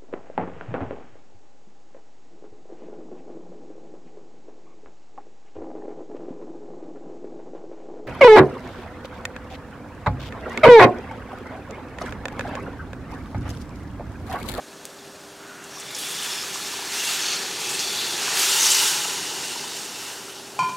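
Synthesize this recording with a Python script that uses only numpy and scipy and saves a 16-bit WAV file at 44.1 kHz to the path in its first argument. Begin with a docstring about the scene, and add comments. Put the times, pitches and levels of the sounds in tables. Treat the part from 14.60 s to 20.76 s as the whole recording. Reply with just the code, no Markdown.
"""A hot pressure cooker of fried rice sizzles as water is poured in from a steel vessel; a kitchen fan runs.
Dense pops over hiss make the sizzle, which flares where water meets hot rice or bare metal, then settles.
A sharp tick comes before the pour; bursts of noise spit, and narrow noise whistles as steam in the rice.
Resonant noise and rising sine bubbles make the gurgling stream; fan air is shaped noise with motor tones.
At the end, decaying sine partials ring the empty vessel as it clanks, rocks and settles on the counter."""
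import sys
import numpy as np
from scipy import signal
from scipy.fft import rfft, irfft
from scipy.io import wavfile

SR = 44100
rng = np.random.default_rng(int(sys.argv[2]) if len(sys.argv) > 2 else 0)


def to_wav(s):
    """Save 16-bit WAV."""
    ch = np.atleast_2d(s).T  # columns
    pcm = np.round(np.clip(ch, -1, 1) * 32767)  # PCM
    wavfile.write(sys.argv[1], SR, pcm.astype(np.int16))


N = 271788  # samples
TIME = np.arange(N) / SR


def gain_of(db):
    """Turns decibels into an amplitude factor."""
    return 10 ** (np.asarray(db) / 20)


def evened(x):
    """Scales to rms 1."""
    return x / np.sqrt(np.mean(x ** 2) + 1e-20)


def read(points, hz):
    """Reads a spectrum joined by straight lines over log frequency."""
    f, value = np.transpose(points)
    return np.interp(np.log(hz + 1), np.log(f + 1), value)


def add(mix, s, sound):
    """Mixes a sound in at s seconds, cut off at the end of the mix."""
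    part = mix[max(round(s * SR), 0):][:len(sound)]
    part += sound[:len(part)]


def coloured(x, colour_db):
    """Filters x by a function from Hz to dB; rms 1."""
    hz = np.fft.rfftfreq(len(x), 1 / SR)
    return evened(irfft(rfft(x) * gain_of(colour_db(hz)), len(x)))


def resonate(x, hz, width):
    """A resonance, applied twice for steep skirts; rms 1."""
    r = np.exp(-np.pi * abs(width) * np.sqrt(2) / SR)
    pole = r * np.exp(2j * np.pi * hz / SR)
    return evened(signal.lfilter([1], np.poly([pole, pole]), x).real)


def dying(t, t60):
    """Exponential decay, falling 60 dB in t60 seconds."""
    return np.exp(-np.log(1000) * t / t60)


def burst(centre_hz, octaves, t60):
    """A sudden puff of noise around one pitch, dying away exponentially."""
    t = np.arange(SR // 2) / SR

    def band_db(f):
        return -10 * np.log10(1 + (np.log2((f + 1) / centre_hz) / octaves) ** 4)

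    puff = coloured(rng.standard_normal(len(t)), band_db)
    return puff * dying(t, t60)


def patches(shape, frames, bins):
    """Smooth chance over time and frequency, rms 1; larger frames and bins make broader patches."""
    a, b = np.fft.fftfreq(shape[0])[:, None], np.fft.rfftfreq(shape[1])
    smoothing = np.exp(-(a * frames) ** 2 - (b * bins) ** 2)
    return evened(np.fft.irfft2(np.fft.rfft2(rng.standard_normal(shape)) * smoothing, shape))


def kitchen(x, t60, first_s=.003):
    """Sparse echoes from the pot wall, tiles and cupboards: random taps that die away."""
    t = np.arange(SR // 2) / SR
    hits = rng.random(len(t)) < 2000 / SR  # about 2000 echoes per second
    taps = rng.choice([-1, 1], len(t)) * hits * (t > first_s) * dying(t, t60)
    return signal.fftconvolve(x, taps / np.linalg.norm(taps))[:N]


# Steady frying of the whole pot, rising as it gets wet and sinking as it cools:
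# (time [s], level [dB], fine spray [dB re level])
SIMMER = [(0, -49, 1), (1.0, -49, 1.5), (1.45, -35, 0.5), (2.9, -32.5, -2), (4.5, -29.5, -1.5),
          (5.0, -34, -1.5), (5.93, -43.5, 0.5)]
# Flares where water reaches hot rice or bare metal:
# (start [s], length [s], level [dB], fine spray [dB re level], coarse boiling [dB re level])
FLARES = [(0.742, 0.62, -54.5, -4, 13.5), (1.32, 0.42, -37, 3.5, -3), (1.57, 0.16, -40, -2, 8.5),
          (1.903, 0.16, -38.5, 1, -11), (2.264, 0.29, -30, 1, -0.5), (2.377, .16, -30, 0.5, -1.5),
          (2.56, 0.19, -31, -7, 0), (2.954, 0.59, -34.5, 2, -9.5), (3.547, 0.79, -29, -2.5, 3.5),
          (3.712, 0.54, -22.5, 3, -2), (3.964, .2, -25.5, 2, -8), (4.78, 0.091, -37, -7, -7),
          (5.09, 0.076, -35.5, 0, -11), (5.32, .2, -40, 3, 4.5)]
SIMMER_BOIL_DB = 1.7  # coarse boiling relative to the simmer
FLARE_RISE_S, FLARE_T60 = 0.083, 0.95  # seconds; the decay starts after the flare's length
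SPRAY_FADE_DB_PER_S = 1.5  # the metal cools, so fine spray dies before the sizzle does


def frying_levels(t):
    """Sums simmer and flare power: sizzle in dB, then fine spray and coarse boiling in dB relative to it."""
    s, simmer_db, mist_db = np.transpose(SIMMER)
    power = gain_of(np.interp(t, s, simmer_db)) ** 2
    spray = power * gain_of(np.interp(t, s, mist_db)) ** 2
    boil = power * gain_of(SIMMER_BOIL_DB) ** 2
    for start, length, db, spray_db, boil_db in FLARES:
        age = np.maximum(t - start, 0)
        rise = np.minimum(age / FLARE_RISE_S, 1)
        flare = gain_of(db) * rise * dying(np.maximum(age - length, 0), FLARE_T60)
        power = power + flare ** 2
        spray = spray + (flare * gain_of(spray_db - SPRAY_FADE_DB_PER_S * age)) ** 2
        boil = boil + (flare * gain_of(boil_db)) ** 2
    return 10 * np.log10([power, spray / power, boil / power])


# Basic colour of the sizzle: (frequency [Hz], relative density [dB per Hz])
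SIZZLE_COLOUR = [(200, -38), (650, -6), (900, -6), (1200, -4), (1700, -3.5), (2200, -4), (2800, 0),
                 (4400, -0.5), (5000, -1.5), (6800, -1), (8800, -7), (9800, -7.5), (13000, -13.5),
                 (16000, -21)]
# Pot air lifting and hollowing the sizzle:
# (centre [Hz], width [Hz], lift over dry rice [dB], lift when full of water [dB])
POT_AIR = [(670, 180, -7, -11), (784, 87, 5, -15.5), (874, 66, -1.5, 10.5), (1000, 140, 0, 1),
           (1170, 82, -2.5, -8), (1300, 160, 1.5, 0), (1710, 110, 3.5, -2.5), (2070, 460, -1, 1),
           (2250, 630, 1.5, -3), (2780, 240, 1.5, 1), (2930, 340, -1.5, 1.5), (3240, 160, -0.5, -5),
           (3450, 280, 1.5, 0), (4080, 270, 0, -1.5), (4400, 210, 2, 1), (5570, 470, 1, 1.5),
           (7200, 500, 0.5, 0.5), (8440, 330, 3, 4)]


def sizzle(pops_per_s=9000, size_db=3.5, pop_share=0.36, patch_db=1.0, flicker_db=0.49,
           filling_s=3.78, filled_s=3.96):
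    """Thousands of tiny steam bubbles burst over a hiss; clusters of like size come and go."""
    sizes = np.minimum(rng.exponential(1, N), 3.5)
    happens = rng.random(N) < pops_per_s / SR
    pops = rng.choice([-1, 1], N) * gain_of(size_db * sizes) * happens
    share = np.clip(pop_share, 0, 1)  # of the power
    frying = np.sqrt(share) * evened(pops) + np.sqrt(1 - share) * rng.standard_normal(N)
    hz, t, z = signal.stft(frying, SR, nperseg=512, noverlap=384)
    hz = hz[:, None]
    level, spray, boil = frying_levels(t)
    # fresh water on bare metal throws fine spray; deeper water boils coarsely
    colour = read(SIZZLE_COLOUR, hz) + spray * read([(6000, 0), (12000, 1)], hz)
    colour = colour + boil * read([(1800, 1), (3500, 0)], hz)
    # once water covers the rice, the air above it rings more clearly
    full = np.clip((t - filling_s) / (filled_s - filling_s), 0, 1)
    for centre, width, dry_db, full_db in POT_AIR:
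        lift_db = dry_db + full * (full_db - dry_db)
        colour = colour + lift_db * np.exp(-2 * ((hz - centre) / width) ** 2)
    # the main band sets the loudness, so the colour leaves the level alone
    main = (hz > 2500) & (hz < 9000)
    colour = colour - 10 * np.log10(np.mean(gain_of(colour) ** 2 * main, 0))
    clusters = patch_db * patches(z.T.shape, frames=13.3, bins=9.3)
    flicker = flicker_db * patches(z.T.shape, frames=4.6, bins=200)
    z = z * gain_of(colour + level + (clusters + flicker).T)
    return signal.istft(z, SR, nperseg=512, noverlap=384)[1][:N]


# Motor tones: (frequency [Hz], level [dB])
HUM = [(301.5, -60.5), (398.6, -52)]
# Colour of the rush of air: (frequency [Hz], relative density [dB per Hz])
FAN = [(25, -26), (55, -33), (78, -15), (100, -19), (125, -9), (180, -7.5), (230, -7.5), (300, -5.5),
       (350, -8), (400, -10), (450, -9.5), (620, -8), (900, -12.5), (1650, -13.5), (2100, -24), (4000, -44)]
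FAN_DB = -46  # level of the rush


def fan():
    """A rush of air as shaped noise, with motor tones whose pitch drifts slightly."""
    rush = coloured(rng.standard_normal(N), lambda f: read(FAN, f))
    drift_hz = .8 * coloured(rng.standard_normal(N), lambda f: -20 * np.log10(1 + (f / 5) ** 2))
    tones = np.zeros(N)
    for hz, db in HUM:
        tone = np.sin(2 * np.pi * np.cumsum(hz + drift_hz) / SR)
        tones += gain_of(db) * evened(tone)
    return gain_of(FAN_DB) * rush + tones


TICK_S, TICK_DB, TICK_HZ = .2536, -10.5, 6250


def tick(snap_t60=0.00075, crack_db=-17, crack_t60=0.011, tail_db=-32, tail_t60=.07):
    """One sharp snap before the pour: a very short sine with a crack and a bright tail of noise."""
    t = np.arange(SR // 2) / SR
    snap = np.sin(2 * np.pi * TICK_HZ * t) * dying(t, snap_t60)
    crack = gain_of(crack_db) * burst(TICK_HZ, octaves=.65, t60=crack_t60)
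    tail = gain_of(tail_db) * burst(TICK_HZ, octaves=0.55, t60=tail_t60)
    out = np.zeros(N)
    add(out, TICK_S, gain_of(TICK_DB) * (snap + crack + tail))
    return out


# The loudest drops spitting on hot metal: (time [s], level [dB], centre [Hz], t60 [s])
SPITS = [(.388, -44, 4000, .076), (1.04, -38.5, 6900, .06), (1.155, -38, 5900, .06),
         (1.1988, -34, 7540, .09), (1.348, -28, 5670, .06), (1.385, -34.5, 9400, 0.27),
         (1.94, -30, 6500, .12), (3.092, -25, 6760, .06), (3.1924, -22, 5360, 0.15),
         (4.103, -17.5, 5300, 0.072), (4.146, -16.5, 5700, .09)]
SPIT_OCTAVES = 0.31  # bandwidth of the loudest drops


def spits(count=18, first_s=1.15, last_s=1.7, small_db=1, small_hz=5800, spread_octaves=2,
          small_octaves=0.16, small_t60=0.045):
    """Single drops flash into steam; many small ones scatter as the water first meets the hot pot."""
    out = np.zeros(N)
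    for s, db, hz, t60 in SPITS:
        add(out, s, gain_of(db) * burst(hz, SPIT_OCTAVES, t60))
    for when, pitch in rng.random((count, 2)):
        s = first_s + when * (last_s - first_s)
        hz = small_hz * 2 ** (spread_octaves * (pitch - .5))
        level_db = frying_levels(s)[0] + small_db  # small drops follow the sizzle
        add(out, s, gain_of(level_db) * burst(hz, small_octaves, small_t60))
    return out


# Steam squeezing through the rice: (start [s], length [s], pitch [Hz], level [dB])
STEAM = [(0.773, 0.31, 1470, -49.5), (0.992, 0.085, 2730, -55), (1.102, .14, 5700, -45.5),
         (1.168, .2, 3510, -46.5), (1.273, .08, 2200, -45), (1.339, .5, 3460, -40.5),
         (1.67, 0.17, 5240, -37), (2.361, .18, 2750, -35.5), (2.382, .32, 3420, -43), (2.59, .2, 4430, -35),
         (2.596, .17, 6200, -34.5), (2.991, 0.23, 2600, -40.5), (3.01, 0.071, 6340, -37),
         (3.1, .06, 8050, -34), (3.202, 0.41, 3480, -36), (3.205, 0.36, 4490, -36), (3.362, 0.1, 3940, -35),
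         (3.992, 0.086, 6230, -23), (4.107, 0.037, 7500, -21.5)]
# base width, widening with pitch; above BREATHY_HZ whistles widen quickly into a hiss
WHISTLE_WIDTH_HZ, BREATHY_HZ = 150, 4440


def steam(fade=0.2, sputter_db=2.5, sputter_hz=60):
    """Each pocket of steam gives a brief, sputtering whistle of narrow noise; high ones are breathier."""
    out = np.zeros(N)
    for start, length, hz, db in STEAM:
        size = max(int(length * SR), 100)
        width = WHISTLE_WIDTH_HZ * (1 + (hz / BREATHY_HZ) ** 4)
        sputter = coloured(rng.standard_normal(SR), lambda f: -20 * np.log10(1 + (f / sputter_hz) ** 4))
        breath = rng.standard_normal(SR) * gain_of(sputter_db * sputter)
        whistle = evened(resonate(breath, hz, width)[-size:])
        add(out, start, gain_of(db) * whistle * signal.windows.tukey(len(whistle), fade))
    return out


def bubble(hz, cycles, rise=0.052):
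    """Trapped air rings briefly, its pitch rising as it surfaces."""
    t, life = np.arange(SR // 8) / SR, cycles / hz
    ring = np.sin(2 * np.pi * hz * t * (1 + rise * t / life))
    return ring * dying(t, life) * (1 - np.exp(-t * hz))


# The falling stream: (time [s], level [dB])
STREAM = [(.9, -70), (1.3, -49.5), (1.7, -47.5), (2.5, -45.5), (3.1, -41), (4.8, -43), (5.9, -50.5)]
# Hollow of the pot under the stream: (centre [Hz], width [Hz], relative level [dB])
HOLLOW = [(167, 97, -8), (290, 110, -8.5), (384.6, 83, 1), (460, 89, -4.5), (800, 133, -2), (886, 240, -7)]
# Large air bubbles under the stream: (time [s], pitch [Hz], level [dB])
GULPS = [(1.158, 755, -37), (1.172, 1110, -30), (4.958, 930, -25.5), (5.04, 950, -27)]


def stream(count=420, bubble_db=-5, size_db=5.0, lowest_hz=90):
    """The stream churns in the hollow of the pot, as resonant noise, and drags air bubbles under."""
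    churn = sum(gain_of(db) * resonate(rng.standard_normal(N), hz, w) for hz, w, db in HOLLOW)
    low_cut = signal.butter(2, lowest_hz, "high", fs=SR, output="sos")
    churn = evened(signal.sosfilt(low_cut, churn))
    bubbles = np.zeros(N)
    for when, smallness, strength in rng.random((count, 3)):
        loudness = gain_of(-size_db * np.log(strength + 0.0089))  # a few are much louder
        add(bubbles, when * N / SR, loudness * bubble(650 * 4 ** smallness, cycles=13))
    level = gain_of(np.interp(TIME, *np.transpose(STREAM)))
    out = level * (churn + gain_of(bubble_db) * evened(bubbles))
    for s, hz, db in GULPS:
        add(out, s, gain_of(db) * bubble(hz, cycles=37))
    return out


# Ring of the steel vessel: (frequency [Hz], relative level [dB], t60 [s])
VESSEL = [(387, -29, 1.5), (775, -19, 0.15), (926, -7.5, 0.14), (1020.5, -0.5, 0.69), (1414, -15, 0.63),
          (1750, -30, .6), (2140, -28.5, .39), (2420, -32, .15), (2397, -10.5, 0.26), (2446, -15, 0.39),
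          (3070, -26, .24), (3140, -20.5, 0.25), (4200, -32, .4), (4530, -24, 0.44), (5570, -26, .35),
          (6860, -26, .15), (7500, -36, .2), (8317, -35, .49)]
# The vessel rocks on the counter and settles: (time [s], ring [dB], thud [dB], scrape [dB])
KNOCKS = [(5.9856, -39, -27.5, -57), (5.9904, -15.5, -18.5, -32.5), (6.029, -18, -39, -49),
          (6.093, -24.5, -32.5, -41), (6.104, -28, -54, -62)]


def clank(counter_db=-17, counter_hz=155, thud_hz=840, thud_t60=0.035, damped_t60=0.048):
    """The empty vessel rings as the counter thuds; each contact damps the last ring and starts another."""
    rings, blows, t = np.zeros(N), np.zeros(N), np.arange(SR // 2) / SR
    next_contact = [row[0] for row in KNOCKS[1:]] + [np.inf]
    for (s, ring_db, thud_db, scrape_db), stop in zip(KNOCKS, next_contact):
        ring = sum(gain_of(db) * np.sin(2 * np.pi * hz * t) * dying(t, t60) for hz, db, t60 in VESSEL)
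        damping = dying(np.maximum(s + t - stop + 0.0037, 0), damped_t60)  # sets in 3.7 ms early
        ring = ring * (1 - np.exp(-t / 0.00067)) * damping
        thud = np.sin(2 * np.pi * thud_hz * t) * dying(t, thud_t60) * (1 - np.exp(-t * thud_hz))
        boom = burst(centre_hz=counter_hz, octaves=0.36, t60=0.55) * (1 - np.exp(-t / 0.0057))
        scrape = burst(centre_hz=5340, octaves=0.42, t60=0.089)
        add(rings, s, gain_of(ring_db) * ring)
        add(blows, s, gain_of(thud_db) * (thud + gain_of(counter_db) * boom))
        add(blows, s, gain_of(scrape_db) * scrape)
    # so small a thing radiates no deep bass
    low_cut = signal.butter(3, 80, "high", fs=SR, output="sos")
    direct = signal.sosfilt(low_cut, rings + blows)
    return direct + gain_of(-12) * kitchen(direct, t60=.45)


def scene(pot_db=0.):
    """Everything reaches one microphone above the pot, heard alike in both channels."""
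    pot = gain_of(pot_db) * (sizzle() + tick() + spits() + steam() + stream())
    echoes = gain_of(-12) * kitchen(pot, t60=.3)
    mono = pot + echoes + fan() + clank()
    return np.array([mono, mono])


EDGE_HZ = 15850  # upper band limit


def record(dry):
    """The recorder's band limit, a steep low-pass."""
    low_pass = signal.firwin(801, EDGE_HZ, window=("kaiser", 9), fs=SR)
    return signal.oaconvolve(dry, low_pass[None], "same")


dry = scene()
out = record(dry)
to_wav(out)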